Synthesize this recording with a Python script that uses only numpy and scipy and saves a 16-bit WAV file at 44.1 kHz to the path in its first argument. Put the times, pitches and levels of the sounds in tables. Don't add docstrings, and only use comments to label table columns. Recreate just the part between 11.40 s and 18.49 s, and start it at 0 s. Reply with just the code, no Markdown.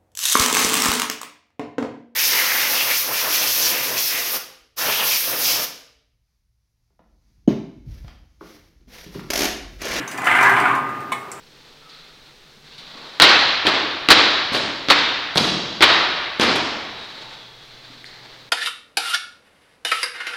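import sys
import numpy as np
from scipy import signal
from scipy.fft import rfft, irfft
from scipy.io import wavfile
from scipy.ndimage import uniform_filter1d

SR = 44100
rng = np.random.default_rng(int(sys.argv[2]) if len(sys.argv) > 2 else 0)


def master_out(mix):
    frames = np.transpose(np.atleast_2d(mix))
    ceiling = np.clip(frames, -1, 1)
    pcm = np.round(ceiling * 32767).astype(np.int16)
    wavfile.write(sys.argv[1], SR, pcm)


N = 312840
TIME = np.arange(N) / SR
TAIL_TIME = np.arange(110250) / SR

# frequency_hz, relative_db
ROOM_TONE_EQ = [(25, 4), (45, -2), (70, -8), (115, -7), (148, 4), (190, -7), (480, -4), (700, -17.5),
                (2000, -12.5), (4300, -15), (5500, -13), (7000, -21), (10000, -27), (15500, -29)]
# frequency_hz, t60_s
HALL_DECAY = [(60, 2.35), (250, 1.03), (700, 1.586), (1800, 1.69), (3800, 1.6), (6000, 1.31), (12000, 0.09)]
# start_s, length_s, hiss_db, scuff_db
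SOLE_SLIDES = [ (0.138, 0.078, -57, -63), (0.476, 0.11, -50, -72), (1.225, 0.19, -48.5, -59),
               (1.366, 0.42, -45.5, -50), (1.526, 0.11, -58, -46.5), (5.554, 0.39, -44.5, -49),
               (6.163, 0.43, -50, -57.5), (6.657, 0.29, -51, -53.5), ]
# start_s, level_db, pitch_hz
HEEL_DROPS = [(.189, -52, 261), (1.17, -45, 200), (1.386, -45, 168), (1.551, -41, 258), (4.007, -16, 208),
              (4.189, -55, 133), (6.50, -40.5, 258)]
# start_s, length_s, start_pitch_hz, end_pitch_hz, level_db
SOLE_SQUEAKS = [(0.396, .14, 1374, 1206, -50), (5.46, 0.26, 3890, 3790, -39),
                (5.758, 0.215, 920, 863, -49.5), (5.965, 0.1023, 3460, 3320, -45.5),
                (6.706, 0.18, 815, 835, -54)]
# start_s,
# level_db, pitch_hz, width_hz, decay_s
SHARP_TICKS = [ (0.493, -45, 4040, 1300, 0.015), (1.38, -38.5, 3840, 1147, 0.018),
               (3.493, -25, 1890, 3000, 0.0009), (3.978, -8.5, 3700, 1700, 0.0046),
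               (5.017, -13.5, 1400, 2000, 0.0018), (5.034, -15.5, 1390, 1800, 0.0043),
               (6.643, -29, 1870, 795, 0.0013), (6.654, -41, 4270, 1110, 0.029), ]
# start_s, level_db, crack_db, corner_lag_s, slap_db, echo_db, padding_db,
# brightness_db, ring_hz, thump_db, thump_hz
SWORD_BLOWS = [ (1.7995, -5.5, 6, 0.02, 4, 3, -4, -1, 4000, -18.5, 284),
               (2.251, -14, -14, 0.017, 6, 3, 2, -3.5, 3600, -20, 327),
               (2.687, -8.5, 3.5, 0.016, -6, 7.5, -0.5, 1, 3900, -15.5, 299),
               (3.119, -20.5, -15, 0.027, -6, 1, 7.5, 1, 3920, -22, 243),
               (3.4855, -11.5, 1.5, 0.015, -4, 7.5, -4, -2, 3700, -17, 287),
               (3.9576, -18, 3.5, .0152, 13, 3, 8.5, -3.5, 4100, -13.5, 167),
               (4.4070, -7.5, -5, 0.016, 6.5, 5.5, -2.5, -4, 3850, -15, 342),
               (4.9970, -13, 5, 0.015, 1, -8.5, 6, -2, 5100, -16.5, 228), ]
# frequency_hz, relative_db
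CLACK_EQ = [(30, -25), (90, -13.5), (170, -10.5), (300, -2), (560, -1.5), (850, 0), (1250, 1.5),
            (1800, 1.5), (2700, -0.5), (4400, -0.5), (5200, -9), (6500, -20), (10000, -30), (15000, -35)]
# pitch_hz, width_hz, gain_db
BLADE_MODES = [(315, 48, -7.5), (1130, 50, -11.5), (1520, 56, -37), (3300, 300, -12), (4840, 92, -17)]
# start_s, level_db, decay_s
ARMOUR_RATTLES = [(3.128, -40.5, 0.043), (3.954, -38, 0.088), (4.994, -40.5, 0.057), (5.155, -39, 0.016)]
# pitch_hz, relative_db
FITTING_MODES = [(5480, 14), (6067, 12), (6350, 4), (6724, 9), (7250, 3), (7555, 4), (8133, -6),
                 (9030, -13), (10146, 2), (11158, -1)]


def undb(db):
    return 10 ** (np.asarray(db) / 20)


def unit(x):
    return x / np.sqrt(np.mean(x ** 2))


def add(out, start_s, x):
    i = max(int(start_s * SR), 0)
    out[i:i + len(x)] += x[:N - i]


def at_hz(points, hz):
    point_hz, value = np.transpose(points)
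    return np.interp(np.log(hz + 1), np.log(point_hz), value)


def resonance(x, hz, width_hz):
    return signal.lfilter(*signal.iirpeak(hz, hz / width_hz, fs=SR), x)


def band_noise(count, hz, width_hz):
    low_hz = np.hypot(hz, width_hz / 2) - width_hz / 2
    high_hz = min(low_hz + width_hz, .45 * SR)
    band = signal.butter(2, [low_hz, high_hz], "bandpass", fs=SR, output="sos")
    return unit(signal.sosfilt(band, rng.standard_normal(count)))


def wobble(count, smooth_samples):
    return unit(uniform_filter1d(rng.standard_normal(count), size=smooth_samples))


def impulse_from_eq(eq_db):
    cepstrum = irfft(eq_db * np.log(10) / 20)
    half = len(cepstrum) // 2
    cepstrum[1:half] *= 2
    cepstrum[half + 1:] = 0
    return irfft(np.exp(rfft(cepstrum)))


def held(start_s, length_s, attack_s, release_s):
    age = TIME - start_s
    return np.clip(age / attack_s, 0, 1) * np.exp(-np.maximum(age - length_s, 0) / release_s)


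def burst(start_s, decay_s):
    age = TAIL_TIME - start_s
    return (age >= 0) * np.exp(-(age / decay_s) ** 2 / 2)


def room_tone(hiss_db=-53, hum_db=-58, hum_hz=121, hum_start_s=5.7, hum_rise_s=.16, waver=0.38):
    hz = np.linspace(0, SR / 2, N // 2 + 1)
    hiss = unit(irfft(rfft(rng.standard_normal(N)) * undb(at_hz(ROOM_TONE_EQ, hz)), N))
    hum = np.sqrt(2) * np.sin(2 * np.pi * hum_hz * TIME) + waver * band_noise(N, hum_hz, width_hz=7)
    fade_in = np.clip((TIME - hum_start_s) / hum_rise_s, 0, 1)
    return undb(hiss_db) * hiss + undb(hum_db) * fade_in * hum


def shuffle(rustle_hiss_db=-55, rustle_scuff_db=-60, flicker_db=2.0):
    hiss_power, scuff_power = undb(rustle_hiss_db) ** 2, undb(rustle_scuff_db) ** 2
    for start_s, length_s, hiss_db, scuff_db in SOLE_SLIDES:
        slide = held(start_s, length_s, attack_s=0.032, release_s=0.081)
        hiss_power += (undb(hiss_db) * slide) ** 2
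        scuff_power += (undb(scuff_db) * slide) ** 2
    hiss = band_noise(N, hz=3880, width_hz=1250) + undb(-3.0) * band_noise(N, hz=2130, width_hz=1970)
    scuff = band_noise(N, hz=577, width_hz=1180)
    flicker = undb(flicker_db * wobble(N, smooth_samples=900))
    rubbing = np.sqrt(hiss_power) * unit(hiss) + np.sqrt(scuff_power) * scuff
    return in_hall(flicker * rubbing, wet_db=-6.0)


def hall_tail(build_s=0.022, far_wall_s=.088, far_wall_db=1.5, air_db=-14, air_hz=9500):
    hz, _, noise = signal.stft(rng.standard_normal(len(TAIL_TIME)), SR, nperseg=256)
    age = np.linspace(0, TAIL_TIME[-1], noise.shape[1])
    air = undb(air_db * hz ** 6 / (hz ** 6 + air_hz ** 6))
    decay = np.exp(-np.log(1000) * age / at_hz(HALL_DECAY, hz)[:, None])
    wash = signal.istft(noise * air[:, None] * decay, SR)[1][:len(TAIL_TIME)]
    build = np.sqrt(1 - np.exp(-TAIL_TIME / build_s))
    swell = undb(far_wall_db * burst(far_wall_s, decay_s=0.055))
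    return wash * build * swell


def in_hall(x, wet_db):
    tail = hall_tail()
    return x + undb(wet_db) * signal.fftconvolve(x, tail / np.linalg.norm(tail))[:N]


def thumps(decay_s=0.0076, grit_db=-7, low_cut_hz=110):
    out = np.zeros(N)
    body_hits = [(start_s, thump_db, thump_hz) for start_s, *_, thump_db, thump_hz in SWORD_BLOWS]
    for start_s, level_db, pitch_hz in HEEL_DROPS + body_hits:
        swing = np.sqrt(2) * np.sin(2 * np.pi * pitch_hz * TAIL_TIME)
        grit = undb(grit_db) * band_noise(len(TAIL_TIME), pitch_hz, width_hz=pitch_hz)
        add(out, start_s, undb(level_db) * np.exp(-TAIL_TIME / decay_s) * (swing + grit))
    low_cut = signal.butter(2, low_cut_hz, "highpass", fs=SR, output="sos")
    return in_hall(signal.sosfilt(low_cut, out), wet_db=-4.0)


def squeaks(jitter=0.04, rasp_db=-7, rasp_width_hz=160):
    out = np.zeros(N)
    for start_s, length_s, start_hz, end_hz, level_db in SOLE_SQUEAKS:
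        count = int(length_s * SR)
        slip = jitter * wobble(count, smooth_samples=70) * np.sqrt(1000 / start_hz)
        pitch_hz = np.linspace(start_hz, end_hz, count) * (1 + slip)
        tone = np.sin(2 * np.pi * np.cumsum(pitch_hz) / SR)
        grip = unit(1 + undb(rasp_db) * band_noise(count, rasp_width_hz / 2, rasp_width_hz))
        add(out, start_s, undb(level_db) * np.sqrt(np.hanning(count)) * grip * tone)
    return in_hall(out, wet_db=-3.5)


def tick(pitch_hz, width_hz, decay_s, snap_db=-20):
    ring = band_noise(len(TAIL_TIME), pitch_hz, width_hz)
    snap = undb(snap_db) * band_noise(len(TAIL_TIME), hz=6900, width_hz=6000)
    return burst(0, decay_s) * (ring + snap)


def ticks():
    out = np.zeros(N)
    for start_s, level_db, pitch_hz, width_hz, decay_s in SHARP_TICKS:
        add(out, start_s, undb(level_db) * tick(pitch_hz, width_hz, decay_s))
    return in_hall(out, wet_db=-3.5)


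def clack(padding_db, bright_db, ring_hz, thud_hz=190, knock_hz=1500, bright_hz=3200, trim_db=-0.45):
    hz = np.linspace(0, SR / 2, 2049)
    base_eq = at_hz(CLACK_EQ, hz)
    thud = padding_db * np.exp(-(np.log2((hz + 1) / thud_hz) / 3.0) ** 2)
    knock_db = -1.37 - 0.43 * padding_db
    knock = knock_db * np.exp(-(np.log2((hz + 1) / knock_hz) / 1.24) ** 2)
    shelf = bright_db * hz ** 2 / (hz ** 2 + bright_hz ** 2)
    hit = impulse_from_eq(base_eq + thud + knock + shelf) / np.linalg.norm(impulse_from_eq(base_eq))
    modes = list(BLADE_MODES) + [(ring_hz, 180, -3)]
    ring = sum(undb(db) * resonance(hit, pitch_hz, width_hz) for pitch_hz, width_hz, db in modes)
    return undb(trim_db) * (hit + ring)


def swords(crack_s=0.002, echo_delay_s=0.0008, echo_decay_s=0.018, clump_db=1.8, clump_decay_s=0.32):
    out = np.zeros(N)
    for start_s, level_db, crack_db, lag_s, _, echo_db, padding_db, bright_db, ring_hz, *_ in SWORD_BLOWS:
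        crack = undb(crack_db) * burst(0, crack_s)
        echoes = undb(echo_db) * burst(lag_s + echo_delay_s, echo_decay_s)
        paths = (crack + echoes) * rng.standard_normal(len(TAIL_TIME)) + hall_tail()
        clumps = np.tanh(wobble(len(TAIL_TIME), smooth_samples=130))
        paths *= undb(clump_db * clumps * np.exp(-TAIL_TIME / clump_decay_s))
        blow = signal.fftconvolve(paths, clack(padding_db, bright_db, ring_hz))
        add(out, start_s, undb(level_db) * blow)
    return out


def panel_slaps():
    out = np.zeros(N)
    for start_s, level_db, _, lag_s, slap_db, *_, ring_hz, _, _ in SWORD_BLOWS:
        slap = tick(ring_hz, width_hz=930, decay_s=.0014)
        add(out, start_s + lag_s, undb(level_db + slap_db) * slap)
    return out


def rattles(contacts_per_s=450, ring_width_hz=80, scrape_db=-4):
    shaking = np.zeros(N)
    for start_s, level_db, decay_s in ARMOUR_RATTLES:
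        add(shaking, start_s, undb(level_db) * burst(0, decay_s))
    clicks = (rng.random(N) < contacts_per_s / SR) * np.sign(rng.standard_normal(N))
    contacts = unit(clicks) * shaking
    ring = sum(undb(db) * resonance(contacts, hz, ring_width_hz) for hz, db in FITTING_MODES)
    scrape = shaking * band_noise(N, hz=9000, width_hz=4500)
    return in_hall(unit(ring) * np.std(contacts) + undb(scrape_db) * scrape, wet_db=0.5)


def scene():
    mix = room_tone() + shuffle() + thumps() + squeaks() + ticks() + swords() + panel_slaps() + rattles()
    return mix[None]


def record(dry, knee_power=16, high_cut_hz=15800):
    clipped = dry / (1 + dry ** knee_power) ** (1 / knee_power)
    high_cut = signal.ellip(8, .2, 70, high_cut_hz, fs=SR, output="sos")
    return signal.sosfilt(high_cut, clipped)


dry = scene()
out = record(dry)
master_out(out)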